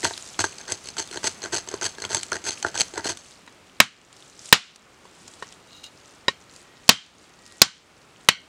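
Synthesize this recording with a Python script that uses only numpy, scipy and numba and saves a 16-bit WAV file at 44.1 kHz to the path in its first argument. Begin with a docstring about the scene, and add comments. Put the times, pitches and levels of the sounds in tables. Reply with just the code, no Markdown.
"""Quick scraping strokes come first: a curved steel knife shaves a standing wooden pole by noisy stick-slip,
and it chatters in rows of resonant knocks as it is drawn back up.
Then hard chops split green bamboo on a log: cracking noise, ringing stem modes, a low thump and steel resonances,
each with a decaying noise echo among the trees. Leaves and clothes rustle in clicks and noise over a forest hush.
The loud chops clip before the gain control ducks; the level then recovers."""
import sys
import numpy as np
from scipy import signal
from scipy.fft import rfft, irfft, next_fast_len
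from scipy.io import wavfile
from scipy.ndimage import minimum_filter1d, map_coordinates
from numba import njit

SR = 44100
rng = np.random.default_rng(int(sys.argv[2]) if len(sys.argv) > 2 else 0)


def store_pcm(level_fs):
    """Save levels as 16-bit WAV."""
    pcm = np.round(np.clip(level_fs, -1, 1) * 32767).astype(np.int16)
    wavfile.write(sys.argv[1], SR, np.atleast_2d(pcm).T)


N = 373968

# All table levels are relative: the mix and the filters set the final loudness.
# hush of the forest: (frequency [Hz], gain [dB])
AIR_COLOUR = [(15, -27), (25, -7), (75, -0.5), (224, -1.5), (404, -2.5), (462, -4), (1000, -7),
              (1350, -5.5), (1540, -8.5), (1860, -9.5), (2630, -10), (6900, -24), (15000, -36)]
# thin whistle: (fullest time [s], rise [s], fall [s], level [dB])
WHISTLE_SWELLS = [(6.76, 0.24, .16, -64.5), (7.52, 0.12, .1, -60.5)]
# shifts of the body and lifts of the arm that stir leaves and clothes:
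# (fullest time [s], rise [s], fall [s], level [dB])
STIRS = [(.02, .05, .42, -35.5), (.85, .06, .05, -42.5), (1.3, .25, .05, -40), (2.23, .06, .07, -40),
         (2.59, .03, .03, -39), (2.85, 0.024, 0.053, -39.5), (3.27, 0.062, 0.13, -46.5),
         (4.26, 0.16, 0.12, -47), (4.48, 0.092, .05, -37.5), (5.33, .25, .25, -47), (6.05, .25, .2, -53.5),
         (6.57, .06, .08, -47), (6.87, .06, .04, -50), (7.23, 0.067, 0.055, -50), (7.52, .1, .2, -49.5)]
# brightness of the rustle: (frequency [Hz], gain [dB])
LEAF_COLOUR = [(300, -10), (1000, -9), (2000, -7.5), (4000, -1.5), (7500, -1), (9500, -7.5), (12000, -22),
               (15000, -38.5)]
# the sharpest splinters and twigs: (time [s], level [dB])
TICKS = [(3.1724, -19.5), (4.4557, -28), (4.7595, -22.5), (5.2795, -23), (5.524, -26.5), (5.8413, -26),
         (6.5625, -28), (6.8801, -20), (7.4632, -27.5), (8.0177, -37), (8.247, -35)]
# blade rubbing in the split; a row that ends before it starts is silent:
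# (start [s], hardest time [s], end [s], level [dB])
RUBS = [(5.243, 5.267, 5.24, -47.5), (5.67, 5.775, 5.83, -47), (5.83, 5.84, 5.89, -37.5)]
# resonances of the squeak: (frequency [Hz], width [Hz], level [dB])
SQUEAK_MODES = [(2840, 70, 1.5), (3850, 84, 5.5), (4270, 150, -2.5), (4960, 130, -6), (6600, 870, -10.5)]
# downward cuts along the pole: (start [s], length [s], hiss level [dB], wood level [dB])
STROKES = [(0.024, 0.04, -22.5, -28), (0.385, 0.023, -23, -33), (0.437, 0.011, -26.5, -30.5),
           (.672, 0.056, -29, -35.5), (0.967, 0.032, -22, -33.5), (1.227, .049, -22.5, -32.5),
           (1.518, 0.052, -22, -31), (1.807, .052, -22.5, -31.5), (2.089, .085, -23.5, -34),
           (2.44, 0.066, -23, -36), (2.737, 0.066, -25.5, -33.5), (3.035, 0.064, -23, -31.5)]
# bouncing blade on its way back up:
# (start [s], length [s], time between bounces [s], steel level [dB], wood level [dB])
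RETURNS = [(0.5834, 0.028, .0286, -34, -36), (.842, 0.056, .015, -33.5, -50),
           (1.113, 0.053, 0.015, -30.5, -32.5), (1.4198, 0.035, 0.0097, -28.5, -27),
           (1.6746, 0.078, 0.013, -35.5, -35), (1.983, 0.072, .019, -31.5, -32.5),
           (2.3179, 0.045, .0122, -25, -26), (2.6272, 0.048, 0.019, -27, -26.5),
           (2.9384, 0.051, 0.018, -30.5, -25.5)]
# the edge catches hard and a thick splinter snaps: (time [s], wood level [dB], steel level [dB])
SNAPS = [(.0458, -22.5, -11.5), (.0512, -15, -20.5), (.1084, -24.5, -45), (.3918, -13, -16.5),
         (.4058, -25, -19), (.441, -14.5, -15), (.7209, -36, -17), (.8868, -55, -26),
         (1.1726, -20.5, -24.5), (1.271, -29.5, -16), (1.7402, -26, -25.5), (1.8631, -24.5, -23),
         (2.0211, -25, -25.5), (2.05, -31, -20), (2.1465, -20, -11.5), (2.2315, -55, -19.5),
         (2.3206, -19, -32), (2.6478, -17.5, -39), (2.7763, -35, -18.5), (2.7998, -43, -17),
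         (2.8071, -36, -10), (2.8144, -33, -9), (2.9778, -24, -24)]
# resonances of the pole: (frequency [Hz], width [Hz], level [dB])
POLE_MODES = [(95.1, 21, -3), (255, 143, -9), (371, 76, 4), (677, 48, -0.5), (884, 52.5, 2.5),
              (1545, 97, 3), (1990, 160, -8.5)]
# resonances of the blade biting the pole: (frequency [Hz], width [Hz], level [dB])
BLADE_MODES = [(3160, 490, -13.5), (4235, 100, 6), (4590, 500, -3), (6310, 207, 8), (7820, 310, -1),
               (9750, 146, 0)]
# colour of the tearing: (frequency [Hz], gain [dB])
TEARING_COLOUR = [(30, -6), (80, -0.5), (160, 1.5), (300, -2), (800, -1), (1500, -2.5), (2600, 3.5),
                  (4000, 0), (8000, -1), (10000, -8), (11500, -18), (14500, -28.5), (16000, -42.5)]
# blows and taps on the bamboo: (time [s], hollow ring level [dB], crack level [dB], crack centre [Hz],
# log thump level [dB], thump pitch [Hz], steel level [dB], steel pitch [Hz], echo level [dB])
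CHOPS = [(3.476, -37.5, -39.5, 1960, -50, 185, -62, 2200, -66.5),
         (3.8017, 6.5, 12, 2350, 0.5, 225, -19.5, 2900, -11),
         (4.5261, 13.5, 18, 3150, 4, 175, -17, 3000, -2), (5.053, -30, -46, 248, -56, 185, -79, 1500, -61),
         (5.424, -20.5, -31.5, 740, -47.5, 185, -44.5, 1880, -50),
         (6.282, -5, -13, 2750, -23.5, 215, -34.5, 1960, -37),
         (6.8916, 9, 15, 3700, 7.5, 225, -8, 3230, -4.5), (7.617, 5, 19, 4615, 3.5, 190, -13, 1542, -7.5),
         (8.287, -5, 8, 2380, -10, 170, -14, 2230, -20.5)]
# nominal modes of the bamboo stem: (frequency [Hz], level [dB], 60 dB decay time [s])
BAMBOO_MODES = [(412, -14, 0.036), (536, -12, 0.031), (980, 0, 0.019), (1096, -9.5, 0.039),
                (1464, -3, 0.011), (1855, -6, 0.044), (2900, -12, 0.036), (3908, -6, 0.038),
                (4904, -10, 0.024)]
# knife ringing on after a blow: (frequency [Hz], width [Hz], level [dB])
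STEEL_MODES = [(1530, 23, -1), (1947, 41, -5.5), (2160, 59, -3), (2900, 130, -2), (3170, 82, 0.5),
               (3980, 65, -4.5), (4360, 99, -4), (5900, 110, -10.5)]
# colour of splitting fibres: (frequency [Hz], gain [dB])
CRACK_COLOUR = [(100, -22), (500, 1), (1200, -1), (4000, -0.5), (7500, -3.5), (9500, -12.5), (12000, -23),
                (16000, -32.5)]
# shudder of log and soil: (frequency [Hz], gain [dB])
GROUND_COLOUR = [(30, -18.5), (80, -5), (190, 4), (270, -5), (420, -28), (1500, -59.5)]
# colour of the echo: (frequency [Hz], gain [dB])
ECHO_COLOUR = [(50, -3.5), (180, 1), (550, -6), (1200, 4), (3200, -1.5), (7000, -1.5), (10000, -5),
               (15000, -13)]
# decay of the far trees' echo: (frequency [Hz], 60 dB decay time [s])
FAR_DECAY = [(150, .4), (500, 0.13), (1300, 0.32), (3200, .42), (7000, .36), (12000, 0.3)]

MOVE_S = 3.15  # the work moves from the pole to the log
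POLE_HUSH_DB, LOG_HUSH_DB = -49, -53  # level of the forest at each place
POLE_RUSTLE_DB, LOG_RUSTLE_DB = -47, -54.5  # steady stirring while standing and while crouching
TWIG_DB, TWIG_SCATTER_DB = 11.5, 5  # lesser ticks, against the rustle that sets them off
BITE_S, RELEASE_DB_PER_S, SLIDE_DB_PER_S = 0.014, 600, 77  # the edge bites, lets go, slides on lightly
FIBRE_DB, FIBRE_SCATTER_DB = -2.5, 3.5  # small snaps within a cut, against its level
BOUNCE_JITTER_S = .0005  # unevenness of the bounces
RUB_HISS_DB, RUB_WOOD_DB = -11, -7  # rubbing between bounces, against their levels
LOW_CUT_HZ, TOP_HZ = 70, 16100  # the microphone's bass roll-off; steep treble limit


def amp(db):
    """Decibels to gain."""
    return 10 ** (np.asarray(db) / 20)


def unit(x):
    """x at rms 1."""
    return x / np.sqrt(np.mean(np.abs(x) ** 2) + 1e-20)


def along(points, hz):
    """Read (frequency [Hz], value) points on a log axis."""
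    f, v = np.transpose(points)
    return np.interp(np.log(hz + 1), np.log(f), v)


def curve(rows):
    """Draw (time [s], value) points as one value per sample."""
    return np.interp(np.arange(N) / SR, *np.transpose(rows))


def wobble(rate):
    """A smooth random curve, rate knots a second."""
    knots = rng.standard_normal(int(N * rate / SR) + 4)
    return map_coordinates(knots, [np.arange(N) * rate / SR])


def filtered(x, response):
    """x times a response of frequency."""
    size = next_fast_len(len(x) + 4096)
    spectrum = rfft(x, size) * response(np.fft.rfftfreq(size, 1 / SR))
    return irfft(spectrum, size)[:len(x)]


def coloured(x, gain_db):
    """x through the causal filter that has the given dB response of frequency."""
    cepstrum = irfft(np.log(amp(gain_db(np.fft.rfftfreq(2048, 1 / SR)))))
    half = len(cepstrum) // 2
    # folding the cepstrum forward in time gives minimum phase, so attacks stay sharp
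    folded = np.r_[cepstrum[0], 2 * cepstrum[1:half], np.zeros(half)]
    impulse = irfft(np.exp(rfft(folded)))
    return signal.fftconvolve(x, impulse)[:len(x)]


def resonate(x, modes):
    """x through (frequency [Hz], width [Hz], level [dB]) resonances, keeping the power of white noise."""
    def response(f):
        total = 0
        for k, (hz, width, db) in enumerate(modes):
            damping = 1j * f * width
            total = total + (-1) ** k * amp(db) * damping / (hz * hz - f * f + damping)
        return unit(total)
    return filtered(x, response)


def add(track, s, sound):
    """Mix a sound into the track at time s."""
    part = track[max(round(s * SR), 0):][:len(sound)]
    part += sound[:len(part)]


def burst(t60):
    """A short dying puff of noise that starts at rms 1."""
    t = np.arange(SR // 8) / SR
    return rng.standard_normal(len(t)) * amp(-60 * t / t60)


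def swells(rows):
    """Power sum of smooth rises and falls, as a gain."""
    t = np.arange(N) / SR
    power = np.zeros(N)
    for s, rise, fall, db in rows:
        bell = np.exp(-((t - s) / np.where(t < s, rise, fall)) ** 2)
        power += (amp(db) * bell) ** 2
    return np.sqrt(power)


def by_place(pole_db, log_db):
    """A gain that glides within 0.1 s from its value at the pole to its value at the log."""
    return amp(curve([(MOVE_S, pole_db), (MOVE_S + .1, log_db)]))


def ambience():
    """The forest's hush is slowly wavering noise; a thin unsteady sine whistle comes and goes."""
    breeze = amp(.5 * wobble(4))
    hush = breeze * unit(filtered(rng.standard_normal(N), lambda hz: amp(along(AIR_COLOUR, hz))))
    whistle_hz = 1900 + 8 * wobble(45)
    whistle = unit(np.sin(2 * np.pi * np.cumsum(whistle_hz) / SR))
    return by_place(POLE_HUSH_DB, LOG_HUSH_DB) * hush + swells(WHISTLE_SWELLS) * whistle


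def crinkle(rate, pitch_hz, spread_db):
    """Dry leaves flex in tiny clicks, each a dying sine with its own pitch. Rms 1."""
    at, pitch, size = rng.random((int(rate * N / SR), 3)).T[..., None]
    t = np.arange(200) / SR
    hz = pitch_hz * 2 ** (2.2 * (np.sqrt(pitch) - .5))
    loudness = amp(-spread_db * np.log(.03 + size))
    clicks = loudness * np.sin(2 * np.pi * hz * t) * np.exp(-hz * t / 2.5)
    places = (at * N + t * SR).astype(int)
    return unit(np.bincount(places.ravel(), clicks.ravel(), N)[:N])


def twigs(movement, count):
    """Lesser ticks, likelier and louder the more the leaves are stirred: (time [s], level [dB])."""
    odds = np.cumsum(np.sqrt(movement))
    at = np.searchsorted(odds, odds[-1] * rng.random(count))
    scatter_db = TWIG_SCATTER_DB * rng.standard_normal(count)
    return zip(at / SR, 20 * np.log10(movement[at]) + TWIG_DB + scatter_db)


def litter():
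    """Movement rubs dry leaves and cloth into clicks and noise; now and then a splinter or twig ticks."""
    movement = np.hypot(swells(STIRS), by_place(POLE_RUSTLE_DB, LOG_RUSTLE_DB))
    clicks = crinkle(rate=450, pitch_hz=5200, spread_db=6) * amp(1.5 * wobble(25))
    rustle = movement * (.5 * clicks + .75 * rng.standard_normal(N))
    for s, db in [*TICKS, *twigs(movement, count=95)]:
        add(rustle, s, amp(db - 3.5) * burst(t60=0.016))
    return coloured(rustle, lambda hz: along(LEAF_COLOUR, hz))


def crackle(rate, spread_db, smooth):
    """Tiny fractures of uneven size over a smooth hiss, rms 1."""
    size = np.minimum(rng.exponential(size=N), 3)
    happens = rng.random(N) < rate / SR
    grains = happens * rng.choice([-1, 1], N) * amp(spread_db * size)
    return unit(unit(grains) + smooth * rng.standard_normal(N))


def pressure(start, hardest, end, edge_db):
    """Force of one rub: it swells to its hardest point and lets go."""
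    t = start + np.arange(max(int((end - start) * SR), 2)) / SR
    swell_db = np.interp(t, [start, hardest, end], [edge_db, 0, edge_db])
    return amp(swell_db) * signal.windows.tukey(len(t), .1)


def prying():
    """The wedged blade squeaks against the wet walls of the split: crackle through resonances."""
    force = np.zeros(N)
    for start, hardest, end, db in RUBS:
        add(force, start, amp(db) * pressure(start, hardest, end, edge_db=-14.5))
    return resonate(force * crackle(rate=1100, spread_db=6.5, smooth=1.0), SQUEAK_MODES)


def stick_slip(rate):
    """Strength of the tearing: the edge sticks, then slips, at an uneven rate. Rms 1."""
    draws = rng.standard_normal((3000, 2))
    at = np.cumsum(np.exp(.45 * draws[:, 0]) * SR / rate).astype(int)
    slips = np.bincount(at, amp(2 * draws[:, 1]), N)[:N]
    t = np.arange(SR // 20) / SR
    slip_shape = np.exp(-t / .002) * (1 - np.exp(-t / .0004))
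    return unit(signal.fftconvolve(slips, slip_shape)[:N])


def grip(length, swell_db, slide_db):
    """Force of the edge on the pole: it bites, builds through the stroke, lets go and slides on."""
    t = np.arange(SR // 3) / SR
    after = np.maximum(t - length, 0)
    hold = np.minimum(t / BITE_S, 1) * amp(swell_db * np.minimum(t / length - 1, 0))
    return hold * (amp(-RELEASE_DB_PER_S * after) + amp(slide_db - SLIDE_DB_PER_S * after))


def elsewhere(modes, detune, scatter_db):
    """Each new point of contact shifts the modes and shares the blow among them differently."""
    draws = rng.standard_normal((len(modes), 2))
    return [(hz * np.exp(detune * a), width, db + scatter_db * b)
            for (hz, width, db), (a, b) in zip(modes, draws)]


def fibres(count, swell_db):
    """Small snaps at chance moments of each cut, their steel growing with depth: (time, wood, steel)."""
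    for start, length, hiss_db, wood_db in STROKES:
        shares = (np.arange(count) + rng.random(count)) / count
        levels = FIBRE_DB + FIBRE_SCATTER_DB * rng.standard_normal((count, 2))
        for share, (a, b) in zip(shares, levels):
            yield start + share * length, wood_db + a, hiss_db + b - swell_db * (1 - share)


def bounces(count, scatter_db, soft_start_db, lift_db_per_s):
    """Chatter of each return, more and more woody until the blade lifts off: (time, wood, steel)."""
    for start, length, gap, steel_db, wood_db in RETURNS:
        for k, (late, a, b) in enumerate(rng.standard_normal((count, 3))):
            t = k * gap
            lifted = lift_db_per_s * max(t - length, 0)
            grazing = soft_start_db * max(1 - 2 * t / length, 0)
            wood = wood_db - lifted - grazing + scatter_db * a
            steel = steel_db - lifted + scatter_db * b
            yield start + t + BOUNCE_JITTER_S * late, wood, steel


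def bitten_blade(x):
    """Steel rasp: blade resonances with some of the raw hiss."""
    return resonate(x, BLADE_MODES) + amp(-3.5) * x


def snap(wood_db, steel_db):
    """One snap shakes the pole and the blade, each a noise puff through its own resonances."""
    knock = resonate(burst(t60=.005), elsewhere(POLE_MODES, detune=.05, scatter_db=3.5))
    puff = burst(t60=.013)
    bite = resonate(puff, elsewhere(BLADE_MODES, detune=.008, scatter_db=3)) + amp(-3.5) * puff
    return amp(wood_db + 10.0) * knock + amp(steel_db + 2.5) * bite


def shaving():
    """The edge tears fibres; each tear shakes both the pole and the blade."""
    hiss, push, snaps = np.zeros((3, N))
    for start, length, hiss_db, wood_db in STROKES:
        add(hiss, start, amp(hiss_db) * grip(length, swell_db=9, slide_db=-20))
        add(push, start, amp(wood_db) * grip(length, swell_db=-1, slide_db=-31))
    for start, length, _, steel_db, wood_db in RETURNS:
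        add(hiss, start, amp(steel_db + RUB_HISS_DB) * grip(length, swell_db=11.0, slide_db=-12))
        add(push, start, amp(wood_db + RUB_WOOD_DB) * grip(length, swell_db=11, slide_db=-25))
    chatter = bounces(count=6, scatter_db=3.0, soft_start_db=3.5, lift_db_per_s=1299)
    for s, wood_db, steel_db in [*SNAPS, *fibres(count=4, swell_db=5), *chatter]:
        add(snaps, s, snap(wood_db, steel_db))
    wood, steel = stick_slip(rate=210) * rng.standard_normal((2, N))
    rasp = resonate(push * wood, POLE_MODES) + amp(-4) * bitten_blade(hiss * steel)
    return coloured(snaps + rasp, lambda hz: along(TEARING_COLOUR, hz))


def forest(colour_db, far_db):
    """Ground and near stems scatter a dense short echo; farther trees a long faint one."""
    noise = rng.standard_normal(SR // 2)
    scatter = unit(coloured(noise, lambda hz: colour_db(hz) + along(ECHO_COLOUR, hz)))
    hz, t, z = signal.stft(scatter, SR, nperseg=256)
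    near = amp(-60 * t / 0.094)
    far = amp(far_db - 60 * t / along(FAR_DECAY, hz)[:, None])
    tail = signal.istft(z * (near + far), SR, nperseg=256)[1][:len(scatter)]
    fade_in = np.clip(np.arange(len(tail)) / SR / 0.0022, 0, 1) ** 2
    return tail * fade_in


def crack_colour(hz, centre_hz, lift_db):
    """Gain in dB of splitting fibres, lifted around one pitch."""
    octaves = np.log2(hz / centre_hz + 1e-6)
    return along(CRACK_COLOUR, hz) + lift_db * np.exp(-octaves ** 2 / 0.56)


def struck_at(modes, hz, lift_db):
    """The point of contact favours the modes near one pitch."""
    return [(f, width, db + lift_db * np.exp(-np.log2(f / hz) ** 2 / .02)) for f, width, db in modes]


def hollow_ring(t, crack_hz):
    """The hollow stem rings in slightly detuned dying sines."""
    ring = np.zeros(len(t))
    for hz, db, t60 in BAMBOO_MODES:
        reach = 1 / np.sqrt(1 + (hz / (2.8 * crack_hz)) ** 4)  # a soft contact leaves the high modes still
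        level = reach * amp(db + rng.normal(0, 1) - 60 * t / t60)
        mode_hz = hz * (1 + rng.normal(0, 0.0073))
        ring += level * np.sin(2 * np.pi * mode_hz * t + rng.uniform(0, 2 * np.pi))
    return ring


def chop(ring_db, crack_db, crack_hz, thump_db, thump_hz, steel_db, steel_hz):
    """One blow: the fibres crack, the hollow stem rings, the log shudders and the steel sings on."""
    t = np.arange(SR // 2) / SR
    crack_noise, ground_noise, steel_noise = rng.standard_normal((3, len(t)))
    ring = hollow_ring(t, crack_hz)
    crack = unit(coloured(crack_noise, lambda hz: crack_colour(hz, crack_hz, lift_db=10.5)))
    crack *= amp(-60 * t / 0.024)
    thump = np.sin(2 * np.pi * thump_hz * t) * amp(-60 * t / 0.027)
    shudder = unit(coloured(ground_noise, lambda hz: along(GROUND_COLOUR, hz)))
    shudder *= amp(-20.5 - 60 * t / 0.14)
    strike = coloured(steel_noise, lambda hz: along(CRACK_COLOUR, hz))
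    steel = resonate(strike, struck_at(STEEL_MODES, steel_hz, lift_db=6.0)) * amp(-4 - 60 * t / 0.24)
    entry = 1 - np.exp(-t / 0.00059)  # the edge takes a moment to sink in
    bamboo = amp(ring_db) * ring + amp(crack_db) * crack
    return entry * (bamboo + amp(thump_db) * (thump + shudder) + amp(steel_db) * steel)


def chopping():
    """Every blow with its own diffuse echo, coloured by its crack."""
    track = np.zeros(N)
    for s, ring_db, crack_db, crack_hz, thump_db, thump_hz, steel_db, steel_hz, echo_db in CHOPS:
        echo = forest(lambda hz: crack_colour(hz, crack_hz, lift_db=5), far_db=-27.5)
        blow = chop(ring_db, crack_db, crack_hz, thump_db, thump_hz, steel_db, steel_hz)
        add(track, s, blow + amp(echo_db + 9.5) * echo)
    return track


def scene():
    """All sources at one microphone."""
    pole = shaving()
    pole_echo = signal.fftconvolve(pole, forest(np.zeros_like, far_db=-17.0))[:N]
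    mix = ambience() + litter() + prying() + pole + amp(-45.0) * pole_echo + chopping()
    return mix[None]


@njit
def follow(excess, attack, release):
    """Gain reduction that rises quickly towards the excess level and falls back slowly."""
    cut = np.zeros(len(excess))
    for i in range(1, len(excess)):
        samples = attack if excess[i] > cut[i - 1] else release
        cut[i] = cut[i - 1] + (excess[i] - cut[i - 1]) / samples
    return cut


def record(dry):
    """The gain control ducks too late for a loud chop, so its first milliseconds clip."""
    peak = -minimum_filter1d(-np.abs(dry[0]), size=64)
    excess_db = np.maximum(20 * np.log10(peak + 1e-9) + 3, 0)  # above -3 dB of full scale
    cut_db = follow(excess_db, 0.0048 * SR, .17 * SR)
    late_cut_db = np.interp(np.arange(N) - .0022 * SR, np.arange(N), cut_db)
    clipped = np.clip(dry[0] * amp(-late_cut_db), -1, 1)

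    def microphone(hz):
        return 1j * hz / (LOW_CUT_HZ + 1j * hz) / (1 + (hz / TOP_HZ) ** 80)
    return filtered(clipped, microphone)[None]


dry = scene()
out = record(dry)
store_pcm(out)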